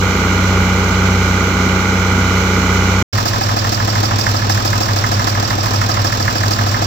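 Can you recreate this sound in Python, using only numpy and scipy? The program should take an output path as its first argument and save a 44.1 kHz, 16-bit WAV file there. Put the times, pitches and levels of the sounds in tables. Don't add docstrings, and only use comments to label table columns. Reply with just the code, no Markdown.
import sys
import numpy as np
from scipy import signal
from scipy.fft import rfft, irfft, next_fast_len
from scipy.io import wavfile
from scipy.ndimage import map_coordinates

SR = 44100
rng = np.random.default_rng(int(sys.argv[2]) if len(sys.argv) > 2 else 0)


def dump(signal):
    limited = np.clip(np.atleast_2d(signal).T, -1, 1)
    pcm = np.round(limited * 32767).astype(np.int16)
    wavfile.write(sys.argv[1], SR, pcm)


N = 302526

# (start [s], end [s])
YARD_SPAN = (-1, 3.026)
FIELD_SPAN = (3.130, 8)

# (time [s], speed [rpm])
WORK_RPM = [(2.4, 1865.3), (3.02, 1870.4)]
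IDLE_RPM = [(4.7, 773.9), (6.85, 776.6)]

# (multiple of the four-stroke cycle rate [1], level [dB])
WORK_ORDERS = [(6, -18), (9, -38), (10, -35), (12, -21), (14, -28), (16, -38.5), (18, -36), (20, -34.5),
               (26, -35.5), (30, -40), (32, -38), (36, -38.5), (52, -36)]
IDLE_ORDERS = [(6, -36), (9, -38), (12, -38), (15, -29.5), (17, -37), (18, -32), (19, -38), (20, -39),
               (21, -35), (24, -41), (31, -39), (38, -41), (40, -42), (51, -41)]

# (frequency [Hz], relative level [dB])
WORK_BODY = [(30, -26), (45, -17), (60, 0), (110, -2), (160, -4), (205, 3), (260, -1), (330, -4),
             (410, 0.5), (560, -7.5), (700, -13.5), (900, -23), (1500, -69)]
WORK_CLATTER = [(380, -37), (650, -13), (702, -18), (797, -6.5), (899, -6), (1030, -10), (1210, -2.5),
                (1320, -6.5), (1440, 0), (1770, -15), (2150, -6), (2390, -8.5), (2600, -18.5),
                (3040, -15.5), (3500, -20.5), (4550, -37), (7700, -120)]
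BLOWER_RUSH = [(1760, -19), (3000, -2.5), (3130, -13), (3500, -9.5), (4170, -5.5), (4660, -10.5),
               (6170, -6), (7150, -10.5), (8760, -29), (9870, -33), (14200, -20.5), (15100, -21),
               (16000, -32)]
IDLE_BODY = [(25, -22), (45, -1), (120, 3), (165, -4.5), (200, 0.5), (245, 2), (285, -7.5), (330, -4),
             (400, -11), (600, -7), (900, -26), (1500, -70)]
IDLE_CLATTER = [(320, -31), (550, -5), (739, -2), (888, -4.5), (1060, 0), (1180, -4.5), (1250, 3),
                (1350, -4), (1770, -6), (2310, -18.5), (2570, -13), (3200, -12.5), (4160, -37),
                (7040, -120)]
INJECTORS = [(1530, -44), (2600, -3.5), (2760, -21), (3170, -20), (3470, -5), (3800, -7.5), (5440, 1),
             (6190, -7), (7480, -7.5), (8910, -27), (11600, -22.5), (12500, -18), (15200, -11.5),
             (16000, -22)]
IDLE_FAN = [(30, -21), (100, -5), (450, -3.5), (1200, -5), (2800, -9.5), (4300, -8), (5200, -8),
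            (5650, -3.5), (6100, -14), (6800, -17.5), (7400, -12.5), (8800, -59), (15000, -32)]

# (frequency [Hz], correlation [1])
WORK_ALIKE = [(60, 0.6), (300, 1.2), (640, 0.84), (1400, 0.7), (2400, .5), (7000, 0.23), (9500, 1.3),
              (15000, 1)]
IDLE_ALIKE = [(130, 0.52), (300, 1), (700, 0.21), (1500, 0.55), (5000, 0.2), (15000, 0.12)]
# (frequency [Hz], left minus right [dB])
WORK_BALANCE = [(300, -2), (1150, 2.5), (1450, -5.5), (1750, -4.5), (2200, -6), (3000, -7.5), (3700, -5),
                (4700, -8.5), (6500, -9), (8500, 1), (11000, 0.5), (14500, -12)]
IDLE_BALANCE = [(250, -2), (420, 2), (680, 0), (850, 3.5), (1200, -2), (1700, -5.5), (2400, -1),
                (3500, -4.5), (5300, -12.5), (7000, 0), (9500, 5), (14500, 10)]
# (frequency [Hz], phase [rad])
WORK_LEAD = [(0, 0), (1290, -0.0), (2500, 8.5), (3530, 15), (4050, 12.5), (5080, 17), (7670, 18.9),
             (16000, 18.8)]
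IDLE_LEAD = [(0, 0), (1460, 4), (5170, 16.2), (8610, 30.5), (11300, 31.5), (13000, 42.6), (15000, 53.2),
             (16000, 55.5)]

# (moment [cycles], length [cycles], centre [Hz],
# width [Hz], level [dB], left minus right [dB])
WORK_PARTS = [(.03, 0.03, 430, 80, -24.5, 0), (.15, 0.088, 249, 35, -24.5, -3.5),
              (.5, 0.035, 1420, 130, -22.5, -13.5), (.86, 0.029, 2164, 200, -23, -12.5),
              (0.971, 0.059, 1170, 90, -22, -2.5)]
IDLE_PARTS = [(.05, 0.037, 703, 71, -30.5, -8.5), (.29, 0.014, 1120, 130, -17.5, -2.5),
              (.37, 0.012, 1780, 200, -25.5, -5), (.415, .016, 1100, 120, -24, -4),
              (.54, 0.044, 433, 90.5, -29, 6), (.7, 0.052, 335, 40.3, -27.5, 3),
              (.75, .045, 780, 55, -19, -1), (.855, 0.015, 4730, 170, -23, -15),
              (.87, 0.029, 5410, 200, -24, -9.5), (.94, .02, 1150, 120, -26, -4.5)]

# (time [s], rush level before gain [dB], paddle rate [Hz], hum level [dB])
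BLOWER_COURSE = [(0, -28, 62.9, -23), (1.8, -28.5, 62.5, -25), (2.6, -27.5, 63.4, -23.5),
                 (3, -27, 63.2, -22.5)]

# (combustion [dB], injector [dB], injector t60 [s])
CYLINDERS = [(0.5, 2, 0.12), (0, 1.5, 0.16), (2, -0.5, 0.16), (-1.5, 5, .06), (2, 3.5, 0.25),
             (-2, -0.5, 0.14)]
# (frequency [Hz], relative level [dB], t60 [s])
BLOCK_MODES = [(790, -7, .06), (1060, -2, .06), (1280, -3, .05), (1470, -3, .04), (1690, 0, .04),
               (1830, -1, .045), (2090, -4, .04)]
# (moment [cycles], level before a fixed cut [dB])
KNOCKERS = [(.195, -13), (.692, -23.5)]
# (time [s], extra level [dB])
HARD_BURNS = [(4.265, 4.5), (4.496, 11), (5.272, 10.5), (6.279, 4.5)]

# (time [s], pitch [Hz])
CHOPPER_PITCH = [(3.15, 102.9), (4.23, 102.9), (4.33, 101.5), (6.85, 101.6)]

IDLE_LAG_S = .0005
KNOCK_SCATTER_DB = 1.6
CRACK_T60_S = 0.028
SLAP_DELAY_S, SLAP_DB = 0.016, -15
CHOPPER_DB, OCTAVE_DB = -19, -24.5
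AIR_SWELL_DB, AIR_KNOTS_PER_S = 1.5, 7
TOP_HZ = 15950


def amp(db):
    return 10 ** (np.asarray(db) / 20)


def unit(x):
    return x / np.sqrt(np.mean(x ** 2) + 1e-20)


def along(points, hz):
    f, v = np.transpose(points)
    return np.interp(np.log(hz + 1), np.log(f + 1), v)


def curves(rows):
    s, *cols = np.transpose(rows)
    return [np.interp(np.arange(N) / SR, s, c) for c in cols]


def wobble(rate):
    knots = rng.standard_normal(int(N * rate / SR) + 4)
    return map_coordinates(knots, [np.arange(N) * rate / SR])


def filtered(x, response):
    m = next_fast_len(N + SR // 4)
    return irfft(rfft(x, m) * response(np.fft.rfftfreq(m, 1 / SR)), m)[..., :N]


def placed(pair, spectrum, alike, balance, lead):
    m = next_fast_len(N + SR // 4)
    hz = np.fft.rfftfreq(m, 1 / SR)
    turn = np.arccos(np.clip(along(alike, hz), 0, 1)) / 2
    coloured = rfft(pair, m) * amp(along(spectrum, hz))
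    mid, side = coloured * [np.ones_like(hz), np.tan(turn)]
    lean = amp(np.outer([.5, -.5], along(balance, hz)))
    lean = lean / np.hypot(*lean)
    phase = np.exp(1j * np.outer([.5, -.5], np.interp(hz, *np.transpose(lead))))
    ears = irfft(np.array([mid + side, mid - side]) * lean * phase, m)[:, :N]
    return unit(ears)


def cycles(rpm, start):
    count = np.cumsum(curves(rpm)[0]) / (2 * 60 * SR)
    return count - count[round(start * SR)]


def passes(cycle, moment):
    return np.flatnonzero(np.diff(np.floor(cycle - moment)))


def exhaust(cycle, orders, waver_db):
    notes = np.zeros(N)
    for order, db in orders:
        level = amp(db + waver_db * wobble(5.84))
        phase = 2 * np.pi * (round(order) * cycle + rng.random())
        notes += level * np.sqrt(2) * np.sin(phase)
    return notes


def firings(cycle, level_db, t60, attack, scatter_db):
    t, power = np.arange(SR // 4) / SR, np.zeros(N)
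    for k, (db, life) in enumerate(zip(level_db, t60)):
        at = passes(cycle, k / len(level_db))
        blows = np.zeros(N)
        blows[at] = amp(db + scatter_db * rng.standard_normal(len(at))) ** 2
        decay = amp(-60 * t / life) * (1 - np.exp(-t / attack))
        power += signal.oaconvolve(blows, decay ** 2)[:N]
    return unit(np.sqrt(np.abs(power)))


def rattle(cycle, repeat, jitter):
    length = round(N / (cycle[-1] - cycle[0]))
    place = cycle * length + jitter * SR * wobble(80)
    rings = rng.standard_normal((2, length))
    same = [map_coordinates(ring, [place % length], mode="grid-wrap") for ring in rings]
    share = np.clip(repeat, 0, 1)
    return np.sqrt(share) * np.array(same) + np.sqrt(1 - share) * rng.standard_normal((2, N))


def parts(cycle, table, lag):
    shake, out = rattle(cycle, repeat=0.76, jitter=.00003)[0], np.zeros((2, N))
    for moment, length, centre_hz, width_hz, db, pan_db in table:
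        ring = filtered(shake, lambda hz: np.exp(-.5 * ((hz - centre_hz) / width_hz) ** 2))
        distance = (cycle - moment + .5) % 1 - .5
        swell = np.exp(-.5 * (distance / length) ** 2)
        burst = unit(ring * swell) * np.sqrt(np.mean(swell ** 2))
        out += amp(db + np.array([[.5], [-.5]]) * pan_db) * burst
    return np.array([out[0], np.roll(out[1], round(lag * SR))])


def working_tractor():
    cycle = cycles(WORK_RPM, 0)
    place = (WORK_ALIKE, WORK_BALANCE, WORK_LEAD)
    blows = firings(cycle, np.zeros(6), np.full(6, .08), attack=0.0018, scatter_db=0.2)
    drone = blows * rattle(cycle, repeat=0.38, jitter=.0001)
    body = amp(-21.0) * placed(drone, WORK_BODY, *place)
    clank = blows * rattle(cycle, repeat=.82, jitter=.00003)
    clatter = amp(-19) * placed(clank, WORK_CLATTER, *place)
    return exhaust(cycle, WORK_ORDERS, waver_db=1.13) + body + clatter + parts(cycle, WORK_PARTS, 0)


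def blower():
    rush_db, paddle_hz, hum_db = curves(BLOWER_COURSE)
    air = amp(0.82 * wobble(120)) * rng.standard_normal((2, N))
    rush = amp(rush_db + 2) * placed(air, BLOWER_RUSH, WORK_ALIKE, WORK_BALANCE, WORK_LEAD)
    phase = 2 * np.pi * np.cumsum(paddle_hz) / SR
    hum = np.sqrt(2) * amp(hum_db + .4 * wobble(5)) * np.sin(phase)
    return rush + hum


def knocks(cycle):
    t, out = np.arange(SR // 8) / SR, np.zeros(N + SR)
    phases = rng.uniform(0, 2 * np.pi, len(BLOCK_MODES))
    dull = signal.butter(4, [850, 2150], "bandpass", fs=SR)
    for moment, level_db in KNOCKERS:
        for at in passes(cycle, moment):
            extra_db = sum(db for s, db in HARD_BURNS if abs(s - at / SR) < .03)
            scatter_db = KNOCK_SCATTER_DB * rng.standard_normal()
            ring = np.zeros(len(t))
            for (hz, db, t60), phase in zip(BLOCK_MODES, phases):
                decay = amp(db + 2 * rng.standard_normal() - 60 * t / t60)
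                ring += decay * np.sin(2 * np.pi * hz * t + phase + .5 * rng.standard_normal())
            noise = signal.lfilter(*dull, rng.standard_normal(len(t)))
            crack = 4 * amp(-60 * t / CRACK_T60_S) * noise
            shape = unit((ring + crack) * (1 - np.exp(-t / .0005)))
            blow = amp(level_db + (extra_db or scatter_db) - 16) * shape
            out[at:][:len(t)] += blow
            slap = at + round(SLAP_DELAY_S * rng.uniform(0.71, 1.4) * SR)
            out[slap:][:len(t)] += amp(SLAP_DB) * blow
    return np.array([out, np.roll(out, round(IDLE_LAG_S * SR))])[:, :N] * amp([[-2], [2]])


def idling_tractor():
    cycle = cycles(IDLE_RPM, 3.149)
    place = (IDLE_ALIKE, IDLE_BALANCE, IDLE_LEAD)
    burn_db, tick_db, tick_t60 = np.transpose(CYLINDERS)
    burns = firings(cycle, burn_db, np.full(6, .12), attack=0.0069, scatter_db=1.6)
    ticks = firings(cycle, tick_db, tick_t60, attack=0.0013, scatter_db=2.06)
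    throb = (1 + 0.5 * burns) * rattle(cycle, repeat=0.9, jitter=.0001)
    body = amp(-25.5) * placed(throb, IDLE_BODY, *place)
    clank = burns * rattle(cycle, repeat=0.66, jitter=.00004)
    clatter = amp(-23.5) * placed(clank, IDLE_CLATTER, *place)
    sizzle = ticks * rattle(cycle, repeat=.35, jitter=.00003)
    injectors = amp(-25.5) * placed(sizzle, INJECTORS, *place)
    fan = amp(-24.5) * placed(rng.standard_normal((2, N)), IDLE_FAN, *place)
    metal = clatter + injectors + parts(cycle, IDLE_PARTS, IDLE_LAG_S) + knocks(cycle)
    return exhaust(cycle, IDLE_ORDERS, waver_db=0.5) + body + metal + fan


def far_chopper():
    phase = 2 * np.pi * np.cumsum(curves(CHOPPER_PITCH)[0]) / SR
    level = amp(CHOPPER_DB + AIR_SWELL_DB * wobble(AIR_KNOTS_PER_S))
    return np.sqrt(2) * level * (np.sin(phase) + amp(OCTAVE_DB) * np.sin(2 * phase))


def gate(span, fade):
    t = np.arange(N) / SR
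    return np.clip(np.minimum(t - span[0], span[1] - t) / fade + .5, 0, 1)


def scene():
    yard = working_tractor() + blower()
    field = idling_tractor() + far_chopper()
    return gate(YARD_SPAN, fade=.002) * yard + gate(FIELD_SPAN, fade=0.0052) * field


def record(dry):
    held = dry / (1 + np.abs(dry) ** 8) ** (1 / 8)
    return filtered(held, lambda hz: 1 / (1 + (hz / TOP_HZ) ** 200))


dry = scene()
out = record(dry)
dump(out)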